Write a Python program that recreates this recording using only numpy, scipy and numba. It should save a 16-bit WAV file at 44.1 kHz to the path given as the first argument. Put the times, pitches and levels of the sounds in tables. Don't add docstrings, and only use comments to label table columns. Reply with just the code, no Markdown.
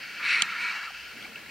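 import sys
import numpy as np
from scipy import signal
from scipy.fft import rfft, irfft
from scipy.io import wavfile
from scipy.ndimage import uniform_filter1d
from numba import njit

SR = 44100
rng = np.random.default_rng(int(sys.argv[2]) if len(sys.argv) > 2 else 0)


def gain_from_db(level_db):
    decades = np.asarray(level_db, float) / 20
    return 10 ** decades


def store_pcm(level_fs):
    pcm = np.round(np.clip(level_fs, -1, 1) * 32767).astype(np.int16)
    wavfile.write(sys.argv[1], SR, np.atleast_2d(pcm).T)


N = 66150


@njit
def svf(x, hz, width):
    y, band, low = np.empty(len(x)), 0., 0.
    for i in range(len(x)):
        g = np.tan(np.pi * hz[i] / SR)
        damping = width / hz[i]
        v = (band + g * (x[i] - low)) / (1 + g * (g + damping))
        band = 2 * v - band
        low += 2 * g * v
        y[i] = damping * v
    return y


def unit(x):
    return x / np.sqrt(np.mean(x ** 2))


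def over_time(rows):
    return np.interp(np.arange(N) / SR, *np.array(rows).T)


def curve(rows):
    return gain_from_db(over_time(rows))


def walk(rate_hz):
    hold = int(SR / rate_hz)
    steps = np.repeat(rng.standard_normal(N // 20)[:N // hold + 1], hold)
    slewed = uniform_filter1d(uniform_filter1d(steps, hold), hold)
    return unit(slewed[:N])


def colour(points):
    hz, db = np.array(points).T
    f = np.maximum(np.arange(N // 2 + 1) * SR / N, 1)
    gain = gain_from_db(np.interp(np.log(f), np.log(hz), db))
    return unit(irfft(rfft(rng.standard_normal(N)) * gain, N))


def ring(start_s, hz, swell_ms, sag_hz_per_s=0):
    out, first = np.zeros(N), int(start_s * SR) + 1
    t = np.arange(first, min(first + 2048, N)) / SR - start_s
    u = t * 1000 / swell_ms
    swell = (u * np.exp(1 - u)) ** 3
    out[first:first + 2048] = swell * np.sin(2 * np.pi * (hz + sag_hz_per_s * t / 2) * t)
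    return out


def mid_side(mid, side):
    return mid + side * np.array([[1], [-1]])


def vulture(throat, effort, rasp_db, rasp_hz, patchy_db, drift, pan_db, scatter_db, bright, neck=1):
    air = rng.standard_normal(N) * gain_from_db(rasp_db * walk(rasp_hz))
    push = curve(effort)
    slack_db = 20 * np.log10(np.maximum(push / push.max(), .05))
    neck = neck + drift * walk(6.26)
    hiss = 0
    for k, (hz, width_hz, db) in enumerate(throat):
        centre_hz, pole_hz = hz * neck, 1.71 * width_hz
        band = svf(svf(air, centre_hz, pole_hz), centre_hz, pole_hz) / np.sqrt(width_hz / 200)
        dull_db = slack_db * bright * max(np.log2(hz / 2500), 0)
        hiss = hiss + (-1) ** k * band * gain_from_db(db + patchy_db * walk(25.06) + dull_db)
    hiss = unit(hiss) * push

    t = np.arange(2048) / SR
    echo = rng.standard_normal(2048) * np.exp(-t / 0.0074)
    side = signal.fftconvolve(hiss, echo / np.sqrt(np.sum(echo ** 2)))[:N]
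    side = side + 2.0 * signal.lfilter(*signal.butter(2, 4800, "high", fs=SR), side)
    return mid_side(hiss * gain_from_db(np.array([[pan_db], [-pan_db]]) / 2), gain_from_db(scatter_db) * side)


def near_bird():
    # resonance in Hz, width in Hz, level in dB
    throat = [(623, 140, -31.5), (1446, 118, -3.5), (1656, 73, -6), (1895, 170, -2), (2078, 99, 0.5),
              (2250, 315, -1.5), (2574, 250, 1), (3190, 560, -9), (3735, 90, -12), (4024, 95, -6.5),
              (4450, 340, -8.5), (5520, 370, -14), (7450, 1500, -24), (9340, 630, -23.5)]
    # time in seconds, breath level in dB
    effort = [(0.199, -48.5), (.24, -34), (0.262, -29.5), (0.309, -24), (.35, -25), (.39, -30),
              (0.413, -29), (.435, -45), (.5, -51)]
    return vulture(throat, effort, rasp_db=0.0, rasp_hz=170, patchy_db=0.86, drift=0.0044,
                   pan_db=1.8, scatter_db=-18.0, bright=0.075)


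def second_bird():
    # resonance in Hz, width in Hz, level in dB
    throat = [(971, 95, -19.5), (1421.5, 68, -7.5), (1651, 28, -9.5), (1892, 210, -5.5), (2281, 133, -2),
              (2567, 264, -7.5), (3720, 89, -18), (3933, 74, -19.5), (4230, 200, -14), (5620, 1100, -24),
              (7480, 1200, -26.5), (8960, 790, -25)]
    # time in seconds, breath level in dB
    effort = [(.2, -44), (.24, -33.5), (.4, -30), (.47, -34), (.58, -36), (.62, -32.5), (0.702, -31),
              (.73, -35.5), (.78, -54.5)]
    return vulture(throat, effort, rasp_db=-0.5, rasp_hz=100, patchy_db=1.47, drift=0.0046,
                   pan_db=0.0, scatter_db=-19, bright=0.55)


def third_bird():
    # resonance in Hz, width in Hz, level in dB
    throat = [(920, 320, -10.5), (1672, 67, -2), (1930, 200, -6.5), (2238, 63, 0.5), (2730, 70, -1.5),
              (3916, 120, -11.5), (4490, 380, -9.5), (5570, 560, -18), (7250, 1400, -18)]
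    # time in seconds, breath level in dB
    effort = [(.68, -50), (.715, -39), (.8, -37.5), (.85, -38), (.88, -43), (.892, -51), (.93, -51)]
    return vulture(throat, effort, rasp_db=2.5, rasp_hz=150, patchy_db=0.5, drift=0.0026,
                   pan_db=1.6, scatter_db=-23, bright=0.071)


def low_bird():
    # resonance in Hz, width in Hz, level in dB
    throat = [(1230, 180, -9), (1383, 94, -2), (1850, 490, -0.5)]
    # time in seconds, breath level in dB
    effort = [(.185, -83), (0.199, -38), (.25, -43.5), (.4, -44), (.55, -39), (.72, -41), (.85, -40.5),
              (.885, -50), (.91, -69)]
    # time in seconds, resonance frequency ratio
    neck_ratio = [(.19, 0.92), (.215, 0.89), (.27, 0.86), (.6, 1.004), (.72, 0.947), (.85, 0.95),
                  (.91, 0.79)]
    return vulture(throat, effort, rasp_db=0.5, rasp_hz=110, patchy_db=0.4, drift=0.0044,
                   pan_db=0.5, scatter_db=-17, bright=.1, neck=over_time(neck_ratio))


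def squawks():
    # start in seconds, pitch in Hz, sag in Hz per s, peak in dB, swell in ms
    whistle_rows = [
        (.19, 1230, -4000, -41, 16),
        (.862, 1480, -8000, -38, 17),
    ]
    # start in seconds, throat resonance in Hz, peak in dB, swell in ms
    squawk_rows = [(1.241, 2150, -41, 7), (1.245, 2330, -38, 6.5), (1.247, 2620, -42, 4),
                   (1.249, 1900, -44, 4), (1.249, 1490, -44, 4.6), (1.346, 1380, -48, 7),
                   (1.354, 2620, -34.5, 5), (1.354, 2270, -38.5, 5), (1.3555, 2880, -39, 4),
                   (1.363, 2300, -42, 5), (1.492, 2500, -41, 5)]
    # start in seconds, throat resonance in Hz, peak in dB, swell in ms
    surge_rows = [(.253, 2230, -26, 6), (.268, 2700, -27, 4), (.286, 1430, -27, 7), (.3045, 2350, -19, 2),
                  (.312, 1450, -28, 5), (.344, 2300, -20, 3.5), (.362, 2150, -26, 4), (.391, 2400, -24, 4),
                  (.487, 2130, -32, 4), (.519, 1360, -35, 6), (.59, 2270, -29, 3.5), (.621, 2290, -29, 5),
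                  (.675, 2230, -33, 6), (.698, 2290, -33, 5), (.712, 1330, -33, 5), (.812, 1670, -37, 6),
                  (.825, 1400, -38, 6), (.845, 2300, -37, 4), (.85, 2700, -37, 6)]
    shake = gain_from_db(2.0 * walk(500))
    out = np.zeros(N)
    for start_s, hz, sag_hz_per_s, db, swell_ms in whistle_rows:
        out += gain_from_db(db) * shake * ring(start_s, hz, swell_ms, sag_hz_per_s)
    for k, (start_s, hz, db, swell_ms) in enumerate([*squawk_rows, *surge_rows]):
        out += gain_from_db(db) * np.roll(shake, 999 * k) * ring(start_s, hz, swell_ms)
    return out


def crowd():
    # resonance in Hz, width in Hz, level in dB
    throat = [(1399, 110, -0.5), (1600, 240, -8), (1884, 64, -10), (2306, 95, -5), (2647, 170, -1.5),
              (3056, 310, -4), (4290, 300, -9.5), (4750, 320, -7.5), (5300, 200, -13), (6020, 800, -13)]
    # time in seconds, breath level in dB
    effort = [(0, -43), (0.102, -43), (0.179, -41.5), (.4, -43.5), (.6, -38), (.93, -43), (1.1, -44),
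              (1.2, -45.5), (1.25, -44.5), (1.28, -46.5), (1.32, -53), (1.35, -48), (1.41, -50.5),
              (1.46, -55), (1.5, -49)]
    hiss = vulture(throat, effort, rasp_db=1.0, rasp_hz=100, patchy_db=.9, drift=0.0012,
                   pan_db=0.7, scatter_db=-24, bright=0.019)
    return signal.sosfilt(signal.butter(4, 1330, "high", fs=SR, output="sos"), hiss)


def knock():
    # pitch in Hz, left level in dB, right level in dB, swell in ms, arrival in ms
    case_modes = [(181, -53, -38, 5, 0.16), (780, -38.5, -35, 2.7, 0.82), (1210, -34, -38, 4.5, 0.54),
                  (2320, -28, -22, 1.4, 0.32), (3130, -16.5, -7, 1.03, 0.13), (4080, -21, -21, 1.53, 0.126),
                  (4384, -16, -13.5, 1.2, 0.11), (5790, -32, -19, 1.04, 0.094),
                  (6244, -33, -22, 0.95, 0.13), (7250, -13.5, -14.5, 0.85, 0.084),
                  (7800, -35, -14.5, 0.6, 0.048), (8830, -31, -30, 0.83, 0.052),
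                  (9270, -16.5, -15.5, 0.55, 0.035), (12500, -38, -33, 0.22, 0.3)]
    knock_s, left_lag_ms = .4208, -0.028
    rattle_db, rattle_t60_s = -24, .022
    out = np.zeros((2, N))
    for hz, left_db, right_db, swell_ms, late_ms in case_modes:
        start_s = knock_s + late_ms / 1000
        out[0] += gain_from_db(left_db) * ring(start_s + left_lag_ms / 1000, hz, swell_ms)
        out[1] += gain_from_db(right_db) * ring(start_s, hz, swell_ms)
    t = np.arange(N) / SR - knock_s - .002
    fade = (t > 0) * gain_from_db(rattle_db - 60 * np.maximum(t, 0) / rattle_t60_s)
    rattle_spectrum = [(2000, -35), (3000, 7), (4500, -5), (7000, -7.5), (11000, -36)]  # (Hz, dB)
    return out + fade * np.array([colour(rattle_spectrum) for _ in range(2)])


def taps():
    # start in seconds, pitch in Hz, peak in dB, swell in ms, lateness of the right port in ms
    tap_rows = [(0.503, 194, -49, 12, .01), (0.622, 219, -51, 6.7, .01), (.903, 780, -41.5, 3.8, .01),
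                (1.165, 233, -45.5, 6.3, 0.0079), (1.18, 420, -52, 9, .01),
                (1.224, 3400, -37.5, 2.5, 0.091), (1.245, 298, -47, 4, .01), (1.253, 804, -44, 4.2, 0.0085),
                (1.263, 1180, -41, 2, 0.011), (1.318, 209, -52, 14, .01), (1.393, 240.4, -52, 7, .01),
                (1.432, 220, -55, 8, .01), (1.486, 271, -51, 6, .01)]
    out = np.zeros((2, N))
    for start_s, hz, db, swell_ms, late_ms in tap_rows:
        out[0] += gain_from_db(db) * ring(start_s, hz, swell_ms)
        out[1] += gain_from_db(db) * ring(start_s + late_ms / 1000, hz, swell_ms)
    return out


def breeze():
    # frequency in Hz, level in dB per Hz
    rumble_spectrum = [(30, -34), (60, -25), (120, -7), (200, 2), (300, -5), (450, -3.5), (900, -11.5),
                       (2000, -27.5)]
    # time in seconds, level in dB
    gust = [(0, 3.5), (.1, 0.5), (.25, 1), (.45, 1.5), (.6, 1.5), (.85, -5), (1.0, -5), (1.12, -1.5),
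            (1.18, 5), (1.3, 1.5), (1.5, 0.5)]
    # frequency in Hz, level in dB per Hz
    buffet_spectrum = [(25, -17), (50, 8), (90, 2), (140, 0), (250, -37)]
    # time in seconds, level in dB
    buffet_gust = [(0, -68), (.09, -72), (.17, -70), (.21, -79), (.26, -77), (.34, -62), (.45, -66.5),
                   (.6, -73), (.7, -83), (.8, -71), (.9, -66.5), (1.04, -61.5), (1.16, -69), (1.29, -62.5),
                   (1.38, -74), (1.46, -61.5)]
    alike = 0.5

    def wind():
        rumble = colour(rumble_spectrum) * gain_from_db(1.3 * walk(13.9)) * curve(gust) * gain_from_db(-57)
        return rumble + colour(buffet_spectrum) * curve(buffet_gust)

    return mid_side(np.sqrt((1 + alike) / 2) * wind(), np.sqrt((1 - alike) / 2) * wind())


def preamp_hiss():
    # frequency in Hz, level in dB
    spectrum = [(60, -8), (300, 4), (3000, 8.5), (8000, -1.5), (11000, -4), (13500, -1.5), (15000, -5),
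                (16000, 1)]
    creep_db_per_s = -1
    level_db = -52.5 + creep_db_per_s * np.abs(np.arange(N) / SR - .45)
    return gain_from_db(level_db) * mid_side(colour(spectrum), gain_from_db(-0.5) * colour(spectrum))


def scene():
    birds = near_bird() + second_bird() + third_bird() + low_bird() + crowd() + squawks()
    return birds + knock() + taps() + breeze()


def band_limit(x):
    return signal.sosfilt(signal.butter(12, 16260, fs=SR, output="sos"), x)


def record(dry):
    low_cut_hz, top_hz = 45, 15800
    f = np.arange(N // 2 + 1) * SR / N
    response = (f < top_hz) * f / np.hypot(f, low_cut_hz)
    mix = irfft(rfft(dry + preamp_hiss()) * response, N)
    return band_limit(mix)


dry = scene()
out = record(dry)
store_pcm(out)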